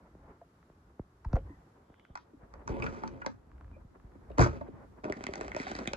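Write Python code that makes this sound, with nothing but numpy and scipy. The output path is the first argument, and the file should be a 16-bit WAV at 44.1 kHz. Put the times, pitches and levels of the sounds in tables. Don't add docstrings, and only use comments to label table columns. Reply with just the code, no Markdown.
import sys
import numpy as np
from scipy import signal
from scipy.fft import rfft, irfft, next_fast_len
from scipy.io import wavfile
from scipy.ndimage import uniform_filter1d

SR = 44100
rng = np.random.default_rng(int(sys.argv[2]) if len(sys.argv) > 2 else 0)


def persist_wave(psi):
    counts = np.round(np.clip(psi, -1, 1) * 32767).astype(np.int16)
    wavfile.write(sys.argv[1], SR, np.atleast_2d(counts).T)


N = 262836
T = np.arange(N) / SR
SIZE = next_fast_len(N + SR)
HZ = np.maximum(np.arange(SIZE // 2 + 1) * SR / SIZE, 1)

# freq_hz, density_db
AIR_TONE = [(18, -48), (30, -2.5), (66, -0.5), (333, -7), (596, -16), (1270, -18.5), (2730, -35.5),
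            (7140, -40), (8310, -42), (9190, -55.5), (10700, -39.5), (12800, -47.5), (16600, -84)]
RUMBLE_TONE = [(15, -28), (55, -1), (100, -14), (200, -28.5), (350, -27)]
SWISH_TONE = [(150, 7), (400, 7), (1000, 1), (2000, -12.5), (3500, -37.5)]
# freq_hz, density_db
FILM_TONE = [(500, 4.5), (1970, 11), (2900, -6), (4500, -3), (7000, -7), (10000, -27), (14000, -52)]
POUCH_TONE = [(80, -10), (230, 7.5), (400, 6.5), (700, 0.5), (1500, -10), (2500, -51)]
GRIT_TONE = [(500, -12), (1200, 14), (2100, -1.5), (3000, -19.5), (4700, -9.5), (6700, -11), (8500, -27.5),
             (9600, -38.5), (13000, -59)]
# pitch_hz, gain_db
WOOD_MODES = [(281, 1), (355, 7), (420, 0), (448, 5), (540, 4), (590, -3), (681, -1), (767, -5), (890, 2),
              (982, -2), (1132, -8), (1354, -10), (1436, -12), (1660, -14), (1910, -16), (2050, -15),
              (2280, -13)]
CARCASS_MODES = [(55, -15), (81, 1), (120, 4), (160, -14)]
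SWAY_MODES = [(165, -10), (213, 4.5), (252, 3.5), (281, 2)]
# time_s, rumble_db, swish_db
HANDLING_LEVELS = [(0.0, -67, -68), (0.24, -51.5, -61.5), (0.37, -70, -60.5), (0.43, -88, -112),
                   (0.9, -61, -72.5), (1.2, -66, -90), (1.3, -40, -64), (1.36, -43, -44.5),
                   (1.42, -43.5, -61), (1.5, -49.5, -71), (1.68, -73, -68.5), (2.3, -69.5, -71.5),
                   (2.58, -52, -57.5), (3.4, -59, -66), (3.7, -47, -66), (3.95, -63, -74), (4.3, -48, -59),
                   (4.95, -62, -65), (5.5, -50, -56.5), (5.96, -53, -59)]
# start_s, peak_db, time_constant_ms
CASE_BUMPS = [(0.15, -39, 0.23), (0.699, -42, 0.17), (0.994, -23.5, 0.27), (1.254, -20.5, 1.72),
              (1.332, -10, 0.97), (1.899, -41.5, 0.26), (2.097, -39, 0.76), (2.424, -42, 0.83),
              (2.693, -21.5, 0.81), (3.844, -36.5, 0.8), (4.039, -37, 1.02)]
# start_s, peak_db, pitch_hz
DRY_TICKS = [(0.628, -52, 1310), (1.386, -51.5, 2230), (1.9417, -49, 1510), (1.9967, -49, 2200),
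             (2.0506, -44.5, 1520), (2.866, -40, 3270), (3.516, -47.5, 1190), (3.581, -54, 1510),
             (3.61, -43, 1050), (3.645, -49, 1230), (3.679, -54, 1260), (3.714, -49, 990),
             (3.999, -51, 1250), (4.119, -54.5, 1340), (4.316, -53, 2780)]
# time_s, pouch_db, hiss_db
BAG_LEVELS = [(5.03, -38.5, -53.5), (5.07, -43.5, -58), (5.3, -51.5, -57.5), (5.44, -44, -55.5),
              (5.6, -50, -50), (5.7, -49, -46.5), (5.96, -50.5, -60.5)]
# start_s, snap_peak_db, boom_peak_db, boom_hz
BAG_CREASES = [(5.042, -26.5, -34, 232), (5.0979, -30.5, -21, 398), (5.1227, -24, -33.5, 360),
               (5.207, -34, -38, 400), (5.2385, -26.5, -35.5, 250), (5.2665, -21, -31, 264),
               (5.288, -51, -25.5, 396), (5.3552, -28.5, -59, 463), (5.41, -25.5, -26, 430),
               (5.4799, -28.5, -50, 373), (5.517, -27, -53, 228), (5.547, -28, -27, 374),
               (5.5639, -23, -21, 621), (5.599, -26, -24.5, 280), (5.6677, -27.5, -27.5, 760),
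               (5.714, -25, -40, 338), (5.7507, -25, -31.5, 295), (5.7876, -25.5, -31, 370),
               (5.8565, -30, -54, 232), (5.8737, -20.5, -25.5, 233), (5.933, -22, -24.5, 567)]
# start_s, end_s, centre_hz, half_width_hz, level_db
SQUEAKS = [(1.83, 2.2, 3300, 400, -82), (2.15, 2.25, 4300, 1500, -74), (3.72, 3.775, 2400, 120, -72),
           (1.47, 1.56, 950, 120, -62), (1.47, 1.58, 1900, 150, -68), (4.4, 4.425, 4700, 250, -46),
           (4.4, 4.425, 6700, 200, -41), (4.435, 4.443, 6300, 600, -38), (5.63, 5.73, 3700, 1400, -54)]
# time_s, wood_db, bass_db, grit_db
SLIDE_LEVELS = [(2.65, -58.5, -46, -75.5), (2.69, -38, -47.5, -47), (2.77, -41.5, -48, -65.5),
                (2.84, -39, -36.5, -48), (2.93, -44, -54.5, -51), (3.06, -44, -50.5, -62.5),
                (3.14, -52.5, -39.5, -69.5), (3.22, -54.5, -59, -67), (3.37, -87, -46, -71)]
# peak_db, fall_db_per_s, linger_db, linger_db_per_s
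LANDING_DECAYS = [(-24, 380, -38.5, 79), (-23.5, 394, -40.5, 39), (-23, 392, -36, 164)]
# start_s, carcass_peak_db, floor_peak_db
CARTON_THUDS = [(4.388, -10, -18.5), (4.408, -9.5, -14), (4.433, -25, -28), (4.485, -26.5, -42)]
# start_s, peak_db, lowest_strong_hz, crack_over_peak_db
WOOD_BLOWS = [(0.412, -44.5, 636, -30), (1.246, -38.5, 792, -9), (1.329, -31, 544, -9.5),
              (1.354, -28, 530, -15), (1.362, -27.5, 540, -26), (1.369, -36, 478, -41),
              (1.493, -42.5, 228, -61), (2.153, -35.5, 820, 6.5), (2.172, -40.5, 890, 3),
              (2.33, -46, 276, -43), (2.537, -43, 497, 3.5), (2.675, -33.5, 900, 6),
              (2.691, -28.5, 450, -18), (2.798, -37, 990, -3), (2.822, -25.5, 1300, -3.5),
              (2.839, -28.5, 423, 0), (2.863, -28, 1220, -9), (3.034, -25.5, 885, -1.5),
              (3.075, -47.5, 1390, 12.5), (3.216, -33, 1280, -16), (3.245, -36, 880, -22),
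              (3.261, -22.5, 475, 1.5), (3.761, -46, 523, -36), (4.151, -42.5, 277, -35.5),
              (4.3, -34.5, 406, -17), (4.381, -15.5, 345, -3), (4.392, -10.5, 780, -8.5),
              (4.404, -17, 680, -7), (4.413, -13.5, 880, -2.5), (4.459, -19.5, 568, -18),
              (4.528, -37, 410, -16), (4.609, -30.5, 613, -30), (4.682, -36.5, 275, -38)]
# time_s, mono_below_hz
MONO_EDGE = [(0, 720), (1.3, 573), (2.75, 119), (5.96, 64)]

DOOR_UNTIL_S = 1.7
LAND_S, LAND_ATTACK_S = 4.42, 0.048
CARCASS_T60_S = 0.15


def undb(db):
    return 10 ** (np.asarray(db) / 20)


def unit(x):
    return x / np.sqrt(np.mean(x ** 2))


def shape(x, response):
    return irfft(rfft(x, SIZE) * response, SIZE)[..., :N]


def colour(x, points):
    hz, db = np.transpose(points)
    return unit(shape(x, undb(np.interp(np.log(HZ), np.log(hz), db, -90, -90))))


def wide(points, mono_hz):
    mid, side = rng.standard_normal((2, N))
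    side = shape(side, 1 / np.sqrt(1 + (mono_hz / HZ) ** 3))
    return colour(np.array([mid + side, mid - side]), points)


def faders(table):
    s, *levels = np.transpose(table)
    return [uniform_filter1d(np.interp(T, s, db, -140, -140), size=512) for db in levels]


def flutter(rate_hz):
    hold = int(SR / rate_hz)
    return uniform_filter1d(np.repeat(rng.standard_normal(N // hold + 1), hold), hold)[:N]


def grains(per_s, spread_db):
    when, sign, size = rng.random((3, N))
    return (when < per_s / SR) * np.sign(sign - .5) * undb(-spread_db * np.log(1 - size))


def rings(modes, t60_s):
    hz, db = np.array(modes).T[:, :, None]
    t = T[:8192]
    return undb(db) * np.sin(2 * np.pi * hz * t) * 1000. ** (-t / t60_s)


def resonate(force, modes, t60_s):
    return signal.fftconvolve(force, rings(modes, t60_s).sum(axis=0))[:N]


def wood_decays(t60_at_500_hz_s):
    return t60_at_500_hz_s * (500 / np.array(WOOD_MODES)[:, :1]) ** 0.45


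def add(track, start_s, sound, peak_db):
    i = int(start_s * SR)
    track[i:i + len(sound)] += (sound * undb(peak_db) / np.abs(sound).max())[:N - i]


def crack(points, rise_ms):
    t, hz = T[:2048], HZ[::SIZE // 2048][:1025]
    at_hz, db = np.transpose(points)
    tinted_db = db + 3.5 * rng.standard_normal(len(db))
    tone = undb(np.interp(np.log(hz), np.log(at_hz), tinted_db, -90, -90))
    return irfft(rfft(rng.standard_normal(2048)) * tone) * t ** 2 * np.exp(-2000 * t / rise_ms)


def room_tone():
    return undb(-62.5 + 1.8 * flutter(4.4)) * wide(AIR_TONE, mono_hz=210)


def in_kitchen(x, lag_ms, room_db, low_t60_s=0.13, high_t60_s=0.15):
    turn = np.exp(-1j * np.pi * HZ * lag_ms / 1000 / (1 + (HZ / 4800) ** 6))
    shade = undb(-3 * HZ / 6000)
    t = T[:SR // 2]
    low = wide([(40, 1.0), (2500, 7.0), (3000, -12.5)], 890)[:, :len(t)] * 1000. ** (-t / low_t60_s)
    high = wide([(2000, -48.0), (2500, -0.5), (13000, -26.0)], 900)[:, :len(t)]
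    tail = low + 1.42 * high * 1000. ** (-t / high_t60_s)
    tail = tail * np.clip(t / 0.00011, 0, 1) / np.sqrt(np.sum(tail ** 2) / 2)
    return shape(x, np.array([turn * shade, 1 / turn]) + undb(room_db) * rfft(tail, SIZE))


def handling():
    rumble_db, swish_db = faders(HANDLING_LEVELS)
    rumble = undb(rumble_db + 2.5 * flutter(12)) * colour(rng.standard_normal(N), RUMBLE_TONE)
    return rumble + undb(swish_db + 6.1 * flutter(35)) * wide(SWISH_TONE, mono_hz=750)


def bumps():
    out = np.zeros(N)
    for s, db, ms in CASE_BUMPS:
        age = 1000 * T[:4096] / ms
        add(out, s, age ** 3 * np.exp(-age), db)
    return out


def ticks():
    out = np.zeros(N)
    for s, db, hz in DRY_TICKS:
        add(out, s, rings([(hz, 0), (1.34 * hz, -5)], t60_s=0.01).sum(axis=0), db)
    return out


def squeaks():
    out = np.zeros(N)
    for start_s, end_s, hz, half_width_hz, db in SQUEAKS:
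        band = unit(shape(rng.standard_normal(N), 1 / (1 + ((HZ - hz) / half_width_hz) ** 4)))
        swell = np.sin(np.pi * np.clip((T - start_s) / (end_s - start_s), 0, 1))
        out += undb(db) * band * swell
    return out


def bag():
    pouch_db, hiss_db = faders(BAG_LEVELS)
    out = undb(pouch_db + 4 * flutter(30)) * colour(grains(900, 2.5), POUCH_TONE)
    out += undb(hiss_db + 4 * flutter(25)) * colour(grains(1500, 3.4), FILM_TONE)
    for s, snap_db, boom_db, hz in BAG_CREASES:
        tilt_db_per_octave = 0.64 * (snap_db + 24.5)
        tone = [(f, db + tilt_db_per_octave * np.log2(f / 3000)) for f, db in FILM_TONE]
        add(out, s, crack(tone, rise_ms=1.0), snap_db)
        add(out, s, rings([(hz, 0), (1.47 * hz, -5)], t60_s=0.039).sum(axis=0), boom_db)
    return out


def sway(wood, relative_db=-4.5):
    rock = resonate(np.abs(wood) * rng.standard_normal(N), SWAY_MODES, t60_s=0.2)
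    return undb(relative_db) * np.std(wood) * unit(rock) * np.array([[1], [-1]])


def landing(peak_db, fall_db_per_s, linger_db, linger_db_per_s):
    after_s = T - LAND_S
    rise = peak_db + 24 * np.log10(np.clip(1 + after_s / LAND_ATTACK_S, 1e-4, 1))
    fall = np.maximum(peak_db - fall_db_per_s * after_s, linger_db - linger_db_per_s * after_s)
    return np.where(after_s < 0, rise, fall)


def rubbing(runner_hz=480, runner_db=2):
    slips = undb(4 * flutter(30)) * grains(900, 3.2)
    wood = unit(resonate(slips, WOOD_MODES, wood_decays(0.075)))
    runner_eq = undb(runner_db * np.exp(-(np.log2(HZ / runner_hz) / 0.35) ** 2))
    scrape = unit(shape(wood, runner_eq))
    bass = unit(resonate(grains(200, 4.5), CARCASS_MODES, CARCASS_T60_S))
    grit = undb(3 * flutter(70)) * colour(grains(1800, 2.2), GRIT_TONE)
    drawer = sum(undb(db) * x for db, x in zip(faders(SLIDE_LEVELS), (scrape, bass, grit)))
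    carton = sum(undb(landing(*row)) * x for row, x in zip(LANDING_DECAYS, (wood, bass, grit)))
    return drawer + carton


def thuds():
    out = np.zeros(N)
    carcass = rings(CARCASS_MODES, CARCASS_T60_S).sum(axis=0)
    floor = np.convolve(rings(WOOD_MODES[:4], t60_s=0.13).sum(axis=0), np.hanning(48))
    for s, carcass_db, floor_db in CARTON_THUDS:
        add(out, s, carcass, carcass_db)
        add(out, s, floor, floor_db)
    return out


def blows(reach_hz=3230, octaves_below=0.048, scatter_db=3):
    out, mode_hz = np.zeros(N), np.array(WOOD_MODES)[:, 0]
    panel = rings(WOOD_MODES, wood_decays(0.056))
    panel *= np.minimum(T[:panel.shape[1]] / 0.00043, 1)
    for s, db, pitch_hz, crack_db in WOOD_BLOWS:
        softness = np.clip(crack_db / -58, 0, 1)
        reach = 0.12 if s < DOOR_UNTIL_S else 0.55
        octaves_above = (1 - softness) ** 2 * reach * np.log2(reach_hz / pitch_hz)
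        octaves = np.log2(mode_hz / pitch_hz)
        width = np.where(octaves < 0, octaves_below, max(octaves_above, .1))
        gains = np.exp(-.5 * (octaves / width) ** 2) * undb(scatter_db * rng.standard_normal(len(panel)))
        chatter_ms = 1.0 + 2.7 * softness
        age = 1000 * T[:1024] / chatter_ms
        chatter = rng.standard_normal(1024) * age * np.exp(-age)
        add(out, s, signal.fftconvolve(gains @ panel, chatter), db)
        add(out, s, crack(GRIT_TONE, rise_ms=1.99), db + crack_db)
    return out


def scene():
    air = room_tone()
    wood = blows() + rubbing()
    door = wood * (T < DOOR_UNTIL_S)
    ahead = in_kitchen(door + ticks(), lag_ms=0.05, room_db=-14)
    aside = in_kitchen(wood - door + squeaks() + bag(), lag_ms=0.33, room_db=-13)
    return ahead + aside + sway(wood) + thuds() + bumps() + handling() + air


def mono_bass(pair):
    mid, side = pair.mean(axis=0), (pair[0] - pair[1]) / 2
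    hz, s, frames = signal.stft(side, SR, nperseg=2048)
    edge_hz = np.interp(s, *np.transpose(MONO_EDGE))
    side = signal.istft(frames / (1 + (edge_hz / (hz[:, None] + 1)) ** 12), SR)[1][:N]
    return np.array([mid + side, mid - side])


def record(dry, low_cut_hz=42, top_hz=12936):
    delay = np.exp(-2j * np.pi * 1.205 * np.log(1 + HZ / 15))
    low_cut = 1 / np.sqrt(1 + (low_cut_hz / HZ) ** 4)
    high_cut = signal.ellip(8, .2, 70, top_hz, fs=SR, output="sos")
    return signal.sosfilt(high_cut, shape(mono_bass(dry), delay * low_cut))


dry = scene()
out = record(dry)
persist_wave(out)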